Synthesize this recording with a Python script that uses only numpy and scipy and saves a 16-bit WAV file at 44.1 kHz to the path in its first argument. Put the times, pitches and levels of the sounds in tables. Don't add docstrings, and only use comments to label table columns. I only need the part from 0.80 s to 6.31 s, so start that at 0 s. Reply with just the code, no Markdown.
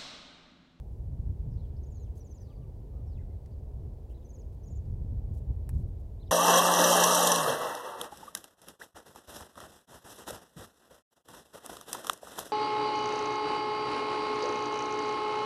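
import sys
import numpy as np
from scipy import signal
from scipy.fft import rfft, irfft, next_fast_len
from scipy.io import wavfile
from scipy.ndimage import uniform_filter1d

SR = 44100
rng = np.random.default_rng(int(sys.argv[2]) if len(sys.argv) > 2 else 0)


def to_wav(sig):
    pcm = np.clip(np.atleast_2d(sig), -1, 1) * 32767
    pcm = np.round(pcm).astype(np.int16)
    wavfile.write(sys.argv[1], SR, pcm.T)


N = 242991
TIME = np.arange(N) / SR


def from_db(db):
    return 10 ** (np.asarray(db) / 20)


def rms_one(x):
    return x / np.sqrt(np.mean(x ** 2) + 1e-20)


def noise(spectrum):
    hz, db = np.transpose(spectrum)
    size = next_fast_len(N)
    octave = np.log2(np.maximum(np.arange(size // 2 + 1) * SR / size, 1))
    points = np.log2(hz)
    beyond = np.abs(octave - np.clip(octave, points[0], points[-1]))
    gain = from_db(np.interp(octave, points, db) - 20 * beyond)
    return rms_one(irfft(rfft(rng.standard_normal(size)) * gain, size)[:N])


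def drift(hz):
    r = np.exp(-2 * np.pi * hz / SR)
    return rms_one(signal.lfilter([1], [1, -2 * r, r * r], rng.standard_normal(N + SR))[SR:])


def resonate(x, hz, width_hz):
    r = np.exp(-np.pi * width_hz / SR)
    feedback = [1, -2 * r * np.cos(2 * np.pi * hz / SR), r * r]
    return signal.lfilter(np.array([1, 0, -1]) * (1 - r * r) / 2, feedback, x + 1e-18)


def span(start, length):
    at = np.flatnonzero((TIME >= start) & (TIME < start + length))
    return at, (TIME[at] - start) / length


def fade(progress, share):
    return np.sin(np.pi / 2 * np.clip(np.minimum(progress, 1 - progress) / share, 0, 1))


def bell(peak, width):
    return np.exp(-((TIME - peak) / width) ** 2)


def phase_of(hz):
    return 2 * np.pi * np.cumsum(hz) / SR


def scatter(x, t60, count=60):
    delays = rng.uniform(0.006, t60, count)
    response = np.zeros(int(t60 * SR) + 1)
    response[(delays * SR).astype(int)] = from_db(-60 * delays / t60) * rng.choice([-1, 1], count)
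    return signal.fftconvolve(x, response / np.linalg.norm(response))[:N]


# f/Hz, relative density/dB
HISS_SPECTRUM = [(1000, 0), (1800, -.6), (2500, -1.8), (3900, -2.4), (5500, -4), (7700, -5.4),
                 (10500, -5.6), (15500, -6.3)]

def hiss(level_db=-78.3):
    return from_db(level_db) * noise(HISS_SPECTRUM)


# f/Hz, relative density/dB
TRAFFIC_SPECTRUM = [(120, -9.5), (220, 2.2), (300, -2), (410, 2), (560, -4.3), (700, -8.7), (950, -15),
                    (1200, -27.5), (1500, -34), (1700, -34.5), (2000, -42)]
# peak t/s, width/s, gain/dB
VEHICLES = [(2.1, 0.28, 1), (3.0, 0.29, 1.8), (4.55, .35, 1.5)]

def traffic(level_db=-58, swing_db=0.08):
    swell_db = sum(db * bell(peak, width) for peak, width, db in VEHICLES)
    return from_db(level_db + swell_db + swing_db * drift(0.65)) * noise(TRAFFIC_SPECTRUM)


# peak t/s, width/s, level/dB
WIND_GUSTS = [(0.04, 0.029, -37), (0.501, 0.29, -34), (1.04, 0.33, -38.5), (2.313, 0.37, -39.5),
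              (2.98, 0.27, -40), (4.25, 0.4, -35.5), (2.362, 0.0082, -29.5), (4.332, 0.01, -26.5),
              (4.503, 0.015, -29.5), (4.706, 0.0065, -22), (4.7, 0.29, -37), (4.943, 0.0049, -30.5),
              (4.993, 0.078, -32), (5.35, 0.8, -41)]
# f/Hz, relative density/dB
RUMBLE_SPECTRUM = [(12, -50), (20, -16.5), (49, 0.5), (75, 0.5), (112, -7.5), (211, -24.5), (330, -32.5),
                   (430, -46.5), (730, -120)]

def wind(breeze_db=-45.5, turbulence_db=1.27, evenness=0.64, small_eddy_db=-22):
    gust_power = sum(from_db(db) ** 2 * bell(peak, width) for peak, width, db in WIND_GUSTS)
    strength = np.sqrt(from_db(breeze_db) ** 2 + gust_power) * from_db(turbulence_db * drift(8.1))
    eddies = noise(RUMBLE_SPECTRUM)
    envelope = np.sqrt(uniform_filter1d(eddies ** 2, size=6000) + 1e-9)
    rumble = rms_one(eddies / envelope ** evenness)
    small_eddies = noise([(110, 6.5), (220, -15.5), (450, -18.5), (800, -26), (1200, -42)])
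    return strength * (rumble + from_db(small_eddy_db) * small_eddies)


# peak t/s, width/s, level/dB
EDDY_BURSTS = [(.715, 0.088, -36.5), (1.86, 0.14, -48.5), (2.221, 0.039, -41.5), (4.881, 0.018, -36)]
# f/Hz, relative density/dB
EDDY_SPECTRUM = [(115, 2), (150, -2), (210, -17.5), (300, -28.5)]

def flurries():
    strength = sum(from_db(db) * bell(peak, width) for peak, width, db in EDDY_BURSTS)
    return strength * noise(EDDY_SPECTRUM)


def camera_whine(hz=14570, wander_hz=8, level_db=-94.5):
    return np.sqrt(2) * from_db(level_db) * np.sin(phase_of(hz + wander_hz * drift(3.0)))


# t/s, duration/s, level/dB
FINGER_SLIDES = [(1.354, 0.045, -72.5), (1.616, 0.021, -79), (3.295, 0.039, -80), (3.722, 0.03, -79.5),
                 (4.535, 0.061, -75), (4.937, 0.093, -77), (5.078, 0.015, -79), (5.194, 0.022, -79)]
# f/Hz, relative density/dB
FRICTION_SPECTRUM = [(3000, 0), (7000, 4.5), (11000, 6), (15500, 1)]

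def finger_rustle(grain_db=2.5):
    rubbing = np.zeros(N)
    for start, length, db in FINGER_SLIDES:
        at, progress = span(start, length)
        rubbing[at] += from_db(db) * fade(progress, 0.043)
    return rubbing * from_db(grain_db * drift(200)) * noise(FRICTION_SPECTRUM)


# t/s, level/dB
CREAKS = [(2.659, -64), (4.053, -74), (4.867, -76), (4.941, -75)]

def grip_creaks(t60=.035):
    strength = np.zeros(N)
    for start, db in CREAKS:
        at, _ = span(start, .1)
        strength[at] += from_db(db - 60 * (TIME[at] - start) / t60)
    return strength * noise([(1300, -3), (1750, 3), (3000, -2), (5000, 0), (7000, -4), (14000, -10)])


# t/s, force level/dB
CONTACTS = [(4.892, -21), (4.8932, -45), (4.8946, -36)]
# f/Hz, bandwidth/Hz, gain/dB
SHELL_MODES = [(880, 240, 5.5), (1800, 390, 2), (2420, 440, -1.5), (4550, 610, -6), (5700, 1100, -6.5),
               (8000, 1000, -1), (9900, 750, -2), (11300, 570, 5.5), (13800, 6900, -8)]

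def camera_click(buzz_db=-26, buzz_t60=0.04, echo_db=-24):
    force = np.zeros(N)
    for start, db in CONTACTS:
        at, _ = span(start, .1)
        force[at[0]] += from_db(db)
        decay_db = 60 * (TIME[at] - start) / buzz_t60
        force[at] += from_db(db + buzz_db - decay_db) * rng.choice([-1, 1], len(at))
    click = sum((-1) ** k * from_db(db) * resonate(force, hz, width)
                for k, (hz, width, db) in enumerate(SHELL_MODES))
    return click + from_db(echo_db) * scatter(click, t60=0.18, count=400)


# t/s, duration/s, first f/Hz, last f/Hz, relative level/dB
RASPS = [(.706, .057, 5380, 5200, -78), (0.763, 0.06, 4530, 3890, -73), (.82, .052, 3770, 2850, -78.5)]

def raspy_chirps(gain_db=-2, flutter_db=3.0, echo_db=-5):
    calls = np.zeros(N)
    wobble = 1 + .065 * drift(450)
    for start, length, first_hz, last_hz, db in RASPS:
        at, progress = span(start, length)
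        hz = (first_hz + (last_hz - first_hz) * progress) * wobble[at]
        calls[at] += fade(progress, 0.35) * from_db(db + gain_db) * np.sin(phase_of(hz))
    calls *= from_db(flutter_db * drift(220))
    return calls + from_db(echo_db) * scatter(calls, t60=0.72)


# t/s, duration/s, first f/Hz, last f/Hz, bend exponent (over 1 steepens), level/dB
FALLING_NOTES = [(1.155, .142, 4200, 1750, 3.3, -84), (1.592, .155, 5200, 1850, 1.7, -81),
                 (1.625, .08, 5700, 3700, 1.1, -83), (1.815, .036, 3400, 2130, .8, -86),
                 (2.27, .106, 5600, 2800, 1.6, -81.5), (2.374, .018, 2850, 1850, 1.1, -75),
                 (2.412, .027, 1800, 1320, .8, -78)]
# t/s, duration/s, top f/Hz, level/dB
ARCHED_NOTES = [(.965, .028, 5200, -83), (2.391, .026, 2150, -75.5), (2.497, .045, 2120, -84),
                (2.712, .03, 4800, -83), (3.298, .034, 3100, -79), (3.34, .048, 4030, -81),
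                (3.42, .014, 3700, -80), (5.395, .041, 4070, -72.5), (5.46, .012, 5100, -79),
                (5.472, .01, 3950, -73.5), (5.478, .04, 5750, -84)]
ARCH_CONTOUR = [(0, .86), (.2, .98), (.72, 1), (1, .79)]
# t/s, duration/s, f/Hz, level/dB
STEADY_NOTES = [(1.595, 0.04, 1850, -81), (1.675, 0.048, 1167, -76.5), (1.697, 0.085, 4650, -85),
                (1.772, 0.091, 1146, -79), (2.111, 0.11, 1234, -79), (5.435, 0.013, 3050, -81),
                (5.484, 0.015, 3050, -85)]

def far_birds(waver=.016, rasp=.03, flutter_db=3, echo_db=-8):
    wobble = 1 + waver * drift(60) + rasp * drift(400)
    calls = np.zeros(N)

    def whistle(start, length, db, pitch):
        at, progress = span(start, length)
        tone = np.sqrt(2) * np.sin(phase_of(pitch(progress) * wobble[at]))
        calls[at] += from_db(db) * fade(progress, 0.022) * tone

    for start, length, first_hz, last_hz, bend, db in FALLING_NOTES:
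        whistle(start, length, db, lambda p: first_hz + (last_hz - first_hz) * p ** bend)
    for start, length, top_hz, db in ARCHED_NOTES:
        whistle(start, length, db, lambda p: top_hz * np.interp(p, *np.transpose(ARCH_CONTOUR)))
    for start, length, hz, db in STEADY_NOTES:
        whistle(start, length, db, lambda p: hz)
    calls *= from_db(flutter_db * drift(80))
    return calls + from_db(echo_db) * scatter(calls, t60=.32)


# t/s, duration/s, top f/Hz, slide end f/Hz, flick end f/Hz, level/dB, first reflection gain/dB
TRILL_SYLLABLES = [(1.03, .019, 6550, 6200, 4500, -71.5, -24), (1.056, .036, 6870, 6300, 5500, -74, -24),
                   (1.103, .035, 7600, 6450, 5200, -75, -24), (1.144, .046, 6780, 6200, 4660, -71.5, -26),
                   (1.196, .053, 7050, 6100, 4900, -70, -27), (1.372, .013, 6700, 6450, 5800, -72, -22),
                   (1.396, .039, 6100, 5600, 4180, -69.5, -22), (1.44, .046, 7400, 6150, 4600, -71, -20),
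                   (1.493, .041, 6520, 5950, 4700, -68.5, -22), (1.541, .046, 7250, 6100, 4400, -70.5, -18),
                   (1.597, .037, 6250, 5750, 5300, -69.5, -22), (3.445, .024, 6450, 6050, 5830, -70, -11),
                   (3.488, .028, 6750, 6300, 5700, -68, -9), (3.529, .04, 7100, 6200, 5000, -69, -11),
                   (3.584, .038, 7000, 6000, 4800, -69, -10), (3.833, .013, 6300, 6100, 5000, -71.5, -6),
                   (3.854, .034, 6850, 6550, 5300, -70.5, -5), (3.9, .037, 7300, 6450, 5100, -70.5, -5),
                   (3.951, .03, 7300, 6600, 5900, -71.5, -5)]
# share of the duration, gain/dB
SYLLABLE_ENVELOPE = [(0, -9), (.2, -.5), (.55, .5), (.8, -1.5), (1, -9)]
# delay/s, level re the first/dB
BRANCH_REFLECTIONS = [(.0045, 0), (.0115, -4)]

def waxwings(rise_s=.0045, flick_s=.007, hoarseness=.007, flutter_db=3.0, octave_db=-21, echo_db=-16):
    trills = np.zeros(N)
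    waver = 1 + hoarseness * drift(270)
    flutter = from_db(flutter_db * drift(77))
    for start, length, top_hz, end_hz, flick_hz, db, reflection_db in TRILL_SYLLABLES:
        at, progress = span(start, length)
        corners = [0, min(rise_s / length, .3), max(1 - flick_s / length, .6), 1]
        hz = np.interp(progress, corners, [.9 * top_hz, top_hz, end_hz, flick_hz])
        phase = phase_of(hz * waver[at])
        shape_db = np.interp(progress, *np.transpose(SYLLABLE_ENVELOPE))
        envelope = fade(progress, 0.012) * from_db(db + shape_db) * flutter[at]
        tone = np.sqrt(2) * envelope * (np.sin(phase) + from_db(octave_db) * np.sin(2 * phase))
        trills[at] += tone
        for delay, relative_db in BRANCH_REFLECTIONS:
            trills[at + int(delay * SR)] += from_db(reflection_db + relative_db) * tone
    return trills + from_db(echo_db) * scatter(trills, t60=0.66)


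def scene():
    background = wind() + flurries() + traffic() + hiss()
    camera = camera_whine() + finger_rustle() + grip_creaks() + camera_click()
    birds = raspy_chirps() + far_birds() + waxwings()
    return (background + camera + birds)[None]


def record(dry, cutoff_hz=15900):
    return signal.sosfilt(signal.ellip(10, .1, 70, cutoff_hz, fs=SR, output="sos"), dry)


dry = scene()
out = record(dry)
to_wav(out)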